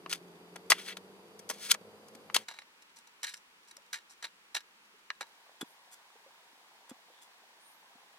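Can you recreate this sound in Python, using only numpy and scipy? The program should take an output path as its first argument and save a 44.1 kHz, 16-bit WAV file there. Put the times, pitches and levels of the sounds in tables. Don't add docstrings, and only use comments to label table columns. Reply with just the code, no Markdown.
import sys
import numpy as np
from scipy import signal
from scipy.fft import rfft, irfft, next_fast_len
from scipy.io import wavfile
from scipy.ndimage import uniform_filter1d

SR = 44100
rng = np.random.default_rng(int(sys.argv[2]) if len(sys.argv) > 2 else 0)


def to_wav(s):
    ch = np.atleast_2d(s).T
    pcm = np.round(np.clip(ch, -1, 1) * 32767)
    wavfile.write(sys.argv[1], SR, pcm.astype(np.int16))


N = 360738
TIME = np.arange(N) / SR


def from_db(db):
    return 10 ** (np.asarray(db) / 20)


def rms_one(x):
    return x / np.sqrt(np.mean(x ** 2) + 1e-20)


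def band(x, low_hz, high_hz, order=2):
    edges = [low_hz, min(high_hz, SR / 2 - 500)]
    return signal.sosfilt(signal.butter(order, edges, "band", fs=SR, output="sos"), x + 1e-18)


def resonate(x, hz, width_hz):
    r = np.exp(-np.pi * width_hz / SR)
    feedback = [1, -2 * r * np.cos(2 * np.pi * hz / SR), r * r]
    return signal.lfilter(np.array([1, 0, -1]) * (1 - r * r) / 2, feedback, x + 1e-18)


def drift(per_s):
    points = rng.standard_normal(4000)
    return rms_one(np.interp(TIME * per_s, np.arange(len(points)), points))


def colour(x, points):
    size = next_fast_len(N)
    hz, db = np.transpose(points)
    gain_db = np.interp(np.log(np.fft.rfftfreq(size, 1 / SR) + 1), np.log(hz), db)
    return irfft(rfft(x, size) * from_db(gain_db), size)[..., :N]


def air(spectrum):
    # (frequency [Hz], side over mid [dB])
    side_gain = [(60, 0), (200, -9), (400, -8.5), (700, -7), (1290, -0.5), (2400, 5.5), (4400, 4),
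                 (8000, -0.5), (15000, 3)]
    mid, side = rng.standard_normal((2, N))
    return rms_one(colour(mid + colour(side, side_gain) * [[1], [-1]], spectrum))


def engine(db=-57, fade_db_per_s=2, waver_db=1.5, firing_db=2.5):
    # (time [s], shaft speed [turns/s])
    speed = [(0, 85), (0.45, 87.6), (1.0, 95), (1.6, 101), (2.1, 106), (2.4, 108)]
    # (multiple of shaft speed, relative level [dB])
    orders = [(1.001, -11), (2.001, -3), (3.002, -13.5), (3.5, -8.5), (4, -6), (4.2, -6.5), (4.5, -2.5),
              (5, -3), (6, -12.5)]
    angle = 2 * np.pi * np.cumsum(np.interp(TIME, *np.transpose(speed))) / SR
    hum = np.zeros(N)
    for multiple, level in orders:
        strength = from_db(level + waver_db * drift(11))
        hum += strength * np.sin(multiple * angle + rng.uniform(0, 2 * np.pi) + .5 * drift(14))
    return from_db(db - fade_db_per_s * TIME + firing_db * drift(60)) * band(hum, 110, 3000, order=6)


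def insect():
    # (frequency [Hz], rms level [dB])
    partials = [(4694, -79), (9388, -86), (14080, -81)]
    flutter = 1 + .003 * drift(150)
    phase_per_hz = 2 * np.pi * np.cumsum(flutter) / SR
    return sum(from_db(db) * np.sqrt(2) * np.sin(hz * phase_per_hz) for hz, db in partials)


def crumbs(per_s=9.0, db=-64.5, settle_s=.003):
    falls = rng.uniform(1, 2, N) * (rng.random(N) < per_s / SR)
    tumble = signal.lfilter([1], [1, -np.exp(-1 / (settle_s * SR))], falls + 1e-18)
    return from_db(db) * tumble * rms_one(band(rng.standard_normal(N), 2500, 11000))


def blows(table, ring_cycles, rough):
    out, t = np.zeros(N), TIME[:SR // 8]
    for s, db, hz in table:
        crush = rms_one(band(rng.standard_normal(len(t)), hz / 2, hz * 2))
        envelope = np.minimum(2 * t * hz, 1) * from_db(db - 60 * t * hz / ring_cycles)
        blow = envelope * (np.sin(2 * np.pi * hz * t) + rough * crush)
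        start = int(s * SR)
        out[start:start + len(t)] += blow[:N - start]
    return out


def earth():
    # (time [s], relative level [dB], pitch [Hz])
    thuds = [(0.061, -35.5, 340), (0.703, -39, 260), (1.5, -46, 217), (2.151, -41, 260), (2.36, -34.5, 300),
             (5.494, -44.5, 750), (5.612, -36.5, 320), (5.6265, -30, 270), (6.53, -58, 280),
             (6.9128, -30.5, 242), (7.953, -51.5, 239)]
    plops = [(3.78, -53.5, 570), (4.94, -57.5, 423), (6.155, -58, 468), (6.262, -53, 543),
             (7.1, -57.5, 500)]
    dull = blows(thuds, ring_cycles=6.1, rough=0.35) + blows(plops, ring_cycles=34, rough=0.18)
    return from_db(2.5) * band(dull, 175, 3000, order=3)


def stones():
    # (time [s], relative level [dB], pitch [Hz])
    knocks = [(0.0612, -27, 1140), (0.1278, -11, 2860), (0.7195, -1, 2000), (0.7217, -4, 1576),
              (1.7135, -6, 3280), (1.748, -26, 1240), (2.2995, -30.5, 1160), (2.3653, -8, 3150),
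              (2.588, -31, 2230), (5.1031, -19.5, 1990), (5.1045, -24.5, 1270), (5.2095, -26.5, 1300)]
    return from_db(-2) * band(blows(knocks, ring_cycles=16, rough=0.64), 490, 12000)


def grit(per_s, spread_db, dust):
    sizes = from_db(spread_db * np.minimum(rng.exponential(1, N), 3)) * rng.choice([-1, 1], N)
    return rms_one(sizes * (rng.random(N) < per_s / SR)) + dust * rng.standard_normal(N)


def steady(x, window_s):
    return x / np.sqrt(np.abs(uniform_filter1d(x ** 2, int(window_s * SR))) + 1e-9)


def burst(t, rise_s, hold_s, fall_s):
    return np.minimum(t / rise_s, 1) * np.exp(-np.maximum(t - hold_s, 0) / fall_s)


def add(power, s, envelope, db, bass_db, treble_db):
    start = int(s * SR)
    gains = from_db([[db + bass_db], [db], [db + treble_db]])
    power[:, start:start + len(envelope)] += ((gains * envelope) ** 2)[:, :N - start]


def breaking(entry_s=0.006, slide_db=-11, jam_build_s=0.004, trickle_db=-27.5):
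    # (time [s], entry level [dB], travel [s], jam level [dB], settling [s],
    # bass offset [dB], treble offset [dB])
    chops = [(0.094, -42, 0.037, -29.5, 0.012, -17, 1), (0.6995, -16.5, 0.023, -18.5, 0.0039, -8.5, 0.5),
             (1.4969, -35.5, 0.017, -34, 0.0023, 2, 4.5), (1.712, -23.5, 0.035, -34, 0.0024, -21.5, 2),
             (2.3429, -23.5, 0.022, -19, 0.004, -10, -0.5), (2.482, -37.5, 0.012, -46, 0.045, -4, -4),
             (3.2297, -32.5, 0.012, -32, 0.011, -14.5, -1), (3.9281, -36, 0.012, -35, 0.019, -20, -1.5),
             (4.224, -42.5, 0.02, -34, 0.012, -11.5, -4.5), (4.5447, -31.5, 0.022, -30.5, 0.0093, -10, -3),
             (5.207, -35.5, 0.021, -46, 0.007, 0, -4.5), (5.6087, -36, 0.0055, -50, 0.0032, 0.5, -3.5),
             (6.892, -50, 0.016, -60.5, 0.0039, 2, 3.5)]
    # (time [s], level [dB], bass offset [dB], treble offset [dB])
    clods = [(0.557, -44, 11.5, -1), (0.9677, -39, -8, -3.5), (1.391, -50.5, -5, 8.5),
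             (1.49, -48.5, -15, 10), (2.08, -58, 4, 7.5), (2.149, -54.5, -2, 5), (2.586, -46.5, -1, -1.5),
             (2.615, -50, -3, -11.5), (2.819, -56, -23, 2), (3.07, -57, -0.5, 4), (3.3369, -38.5, -35, -3),
             (3.709, -54.5, -8, 1.5), (3.766, -59, 8.5, 11), (4.604, -51, -25, -6)]
    # (time [s], level [dB])
    scuffs = [(2.959, -65.5), (3.348, -66.5), (3.674, -71), (4.095, -65), (5.914, -62), (7.214, -68.5)]
    power, t = np.zeros((3, N)), TIME[:SR // 5]
    for s, entry_db, travel_s, jam_db, settle_s, bass_db, treble_db in chops:
        entry = burst(t, rise_s=0.0032, hold_s=entry_s, fall_s=0.0045)
        add(power, s, entry, entry_db, bass_db, treble_db + 1.5)
        packing = from_db(slide_db * (1 - np.exp(np.minimum(t - travel_s, 0) / jam_build_s)))
        jam = packing * burst(t, entry_s, travel_s, settle_s)
        trickle = from_db(trickle_db) * burst(t, travel_s, travel_s, fall_s=0.0084)
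        add(power, s, jam + trickle, jam_db, bass_db, treble_db - 4)
    for s, db, bass_db, treble_db in clods:
        add(power, s, burst(t, rise_s=0.0029, hold_s=0.00524, fall_s=0.0032), db, bass_db, treble_db)
    for s, db in scuffs:
        add(power, s, burst(t, rise_s=0.003, hold_s=0.026, fall_s=0.015), db, bass_db=-2, treble_db=9)
    return np.sqrt(power)


def bites(clump_db=3.5, clumps_per_s=300):
    lumps = band(grit(per_s=1200, spread_db=7.0, dust=.14), 370, 1600)
    grains = band(grit(per_s=2700, spread_db=0.5, dust=.3), 1200, 4530, order=3)
    sand = band(grit(per_s=5300, spread_db=4.5, dust=.3), 4700, 14000, order=3)
    bass = from_db(-2.5) * steady(lumps, 0.021)
    body = from_db(-4) * steady(grains, 0.021)
    treble = from_db(1.9) * steady(band(sand, 4200, 12000, order=1), 0.012)
    treble = band(treble, 2000, 12000, order=1)
    cracks = steady(from_db(clump_db * drift(clumps_per_s)), 0.036)
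    return np.sum(breaking() * [bass, body, treble], axis=0) * cracks


def steel(x, modes, direct_db, ring_db):
    ring = sum(from_db(db) * resonate(x, hz, width) for hz, width, db in modes)
    return from_db(direct_db) * x + from_db(ring_db) * ring


def hoe(crunch, hits):
    # (frequency [Hz], bandwidth [Hz], relative gain [dB])
    hoe_modes = [(1384, 70, -5), (2000, 140, 0.5), (2250, 120, 4), (3350, 200, 10), (4400, 270, 7.5),
                 (5432, 37, 0.5), (5940, 110, -4.5), (8060, 100, -3), (8950, 80, -8)]
    return steel(crunch, hoe_modes, direct_db=-2.5, ring_db=-11) + hits


def drags(treble_db=1.0, clump_db=1.5):
    # (time [s], level [dB], treble offset [dB])
    strokes = [
        [(0.74, -48, -2.5), (0.774, -52, -6), (0.784, -47, -3.5), (0.844, -56.5, 4), (0.888, -41.5, -3),
         (0.928, -46.5, -6), (0.945, -65, -8)],
        [(1.52, -56, 5.5), (1.578, -65, 7), (1.64, -46.5, 5), (1.686, -51.5, 7.5), (1.706, -35.5, 0),
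         (1.711, -33, 15)],
        [(2.382, -48, -0.5), (2.445, -67.5, 0)],
        [(3.268, -47, 8), (3.282, -47, -4), (3.298, -52.5, 11.5), (3.31, -54, -3.5), (3.335, -72, 17)],
    ]
    body = rms_one(band(grit(per_s=2000, spread_db=5.5, dust=1.0), 1300, 3800, order=3))
    treble = rms_one(band(grit(per_s=4000, spread_db=2.0, dust=.4), 3640, 10950))
    out = np.zeros(N)
    for stroke in strokes:
        s, db, bright_db = np.transpose(stroke)
        pull = from_db(np.interp(TIME, s, db, left=-200, right=-200))
        brightness = from_db(treble_db + np.interp(TIME, s, bright_db))
        out += pull * (body + brightness * treble)
    return out * from_db(clump_db * drift(130))


def shovel(crunch, hits):
    # (frequency [Hz], bandwidth [Hz], relative gain [dB])
    shovel_modes = [(922, 64, 8.3), (1656, 20, 3.2), (1750, 420, 2.1), (1828, 36, 2.7), (2220, 220, 1.1),
                    (2830, 100, 0.66), (3908, 99, 11.5), (4200, 270, 4.6), (5480, 170, 7.8),
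                    (5850, 69, 2.2), (7340, 390, 1.2)]
    scoops = steel(crunch, shovel_modes, direct_db=-5, ring_db=-2.8)
    clanks = steel(hits, shovel_modes, direct_db=-3, ring_db=-8)
    return band(scoops + clanks, 150, 11700, order=1)


def stream(bubbles_per_s=260, sizes=14):
    # (frequency [Hz], relative spectral density [dB])
    water = [(30, -29), (110, -30), (180, -15), (270, -15), (420, -9.5), (700, -10.5), (950, -2),
             (1280, -12), (1600, -7.5), (2750, -13.5), (3400, -13), (10500, -22.5), (16000, -27.5)]
    rush = from_db(-61) * air(water)
    pops = from_db(4 * np.minimum(rng.exponential(1, N), 3)) * (rng.random(N) < bubbles_per_s / SR)
    size_of_pop = rng.integers(0, sizes, N)
    pitches = np.geomspace(700, 1300, sizes)
    babble = sum(resonate(pops * (size_of_pop == k), hz, hz / 7) / hz for k, hz in enumerate(pitches))
    return rush + from_db(-69.5) * rms_one(babble)


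def bar(crunch, hits):
    # (frequency [Hz], bandwidth [Hz], relative gain [dB])
    bar_modes = [(1900, 1000, 14), (3400, 50, 34), (6100, 180, -18), (7500, 73, 30), (9230, 210, 14)]
    return steel(crunch, bar_modes, direct_db=-4, ring_db=-21) + hits


def chirps():
    # (time [s], duration [s], pitch [Hz], resonator bandwidth [Hz], level [dB])
    calls = [(5.632, .14, 9050, 400, -71.5), (5.64, 0.13, 12800, 800, -73), (7.092, 0.17, 3450, 600, -67.5),
             (7.586, 0.17, 9150, 400, -64.5), (7.62, .22, 12300, 1300, -71.5)]
    out = np.zeros((2, N))
    for s, length, hz, width, db in calls:
        noise = rng.standard_normal((2, N))
        whistle = rms_one(resonate(resonate(noise, hz, width), hz, width))
        out += from_db(db) * whistle * np.sin(np.pi * np.clip((TIME - s) / length, 0, 1))
    return out


def trench(x, echo_db, t60_s=0.037):
    t = TIME[:SR // 3]
    envelope = from_db(-60 * t / t60_s) * np.minimum(t / .008, 1)
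    scatter = band(rng.standard_normal((2, len(t))), 500, 5000, order=1) * envelope
    scatter /= np.sqrt(np.sum(scatter ** 2) / 2)
    return from_db(echo_db) * signal.fftconvolve(x[None], scatter, axes=1)[:, :N]


def microphones(x, phase, left_db):
    size = next_fast_len(N)
    lead = np.interp(np.fft.rfftfreq(size, 1 / SR), *np.transpose(phase))
    sides = np.array([[.5], [-.5]])
    return irfft(rfft(x, size) * np.exp(1j * lead * sides), size)[:, :N] * from_db(left_db * sides)


def scene():
    # (frequency [Hz], phase lead of left over right [rad])
    near_phase = [(0, 0.5), (3100, 1.0), (4130, 1.5), (5510, 2), (6370, 7), (7840, 10.5), (13200, 10.5),
                  (16300, 12.5)]
    far_phase = [(0, 0), (2760, 1.7), (3300, -0.9), (4310, 1.8), (4820, -1.8), (5600, -1.2), (6370, 2),
                 (8500, 1.74), (9400, -1.7), (16000, 0.3)]
    # (frequency [Hz], relative spectral density [dB])
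    hoe_air = [(30, -40.5), (90, -28.5), (134, -21.5), (180, -8.5), (280, -14), (400, -12.5), (900, -13.5),
               (1400, -21.5), (2010, -25.5), (4400, -31), (7000, -35), (11000, -35.5), (14000, -45.5),
               (16000, -54)]
    shovel_air = [(18, -59), (30, -13), (121, -24.5), (189, -4.5), (266, -8), (486, -5), (684, -10),
                  (913, -1), (1960, -6), (2900, -8), (3310, -10), (7870, -16.5), (16000, -25)]
    hoe_end_s, shovel_end_s = 2.43, 5.3
    hoe_on, bar_on = 1.0 * (TIME < hoe_end_s), 1.0 * (TIME > shovel_end_s)
    shovel_on = 1 - hoe_on - bar_on
    crunch = bites() + drags() + crumbs() * (1 - bar_on)
    hits = stones() + earth()
    near = hoe(crunch * hoe_on, hits * hoe_on)
    far = shovel(crunch * shovel_on, hits * shovel_on) + bar(crunch * bar_on, hits * bar_on)
    digging = microphones(near, near_phase, left_db=2.5) + trench(near, echo_db=-17.5)
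    digging += microphones(far, far_phase, left_db=-0.5) + trench(far, echo_db=-17)
    fade_out, fade_in = np.clip((2.47 - TIME) / .07, 0, 1), np.clip((TIME - 5.2) / .05, 0, 1)
    behind = fade_out * (from_db(-58) * air(hoe_air) + insect() + engine())
    behind += np.sqrt(fade_in) * stream()
    behind += np.sqrt(1 - fade_out - fade_in) * from_db(-62) * air(shovel_air)
    return digging + behind + chirps()


def record(dry):
    return signal.sosfilt(signal.ellip(10, .1, 80, 16200, fs=SR, output="sos"), dry)


dry = scene()
out = record(dry)
to_wav(out)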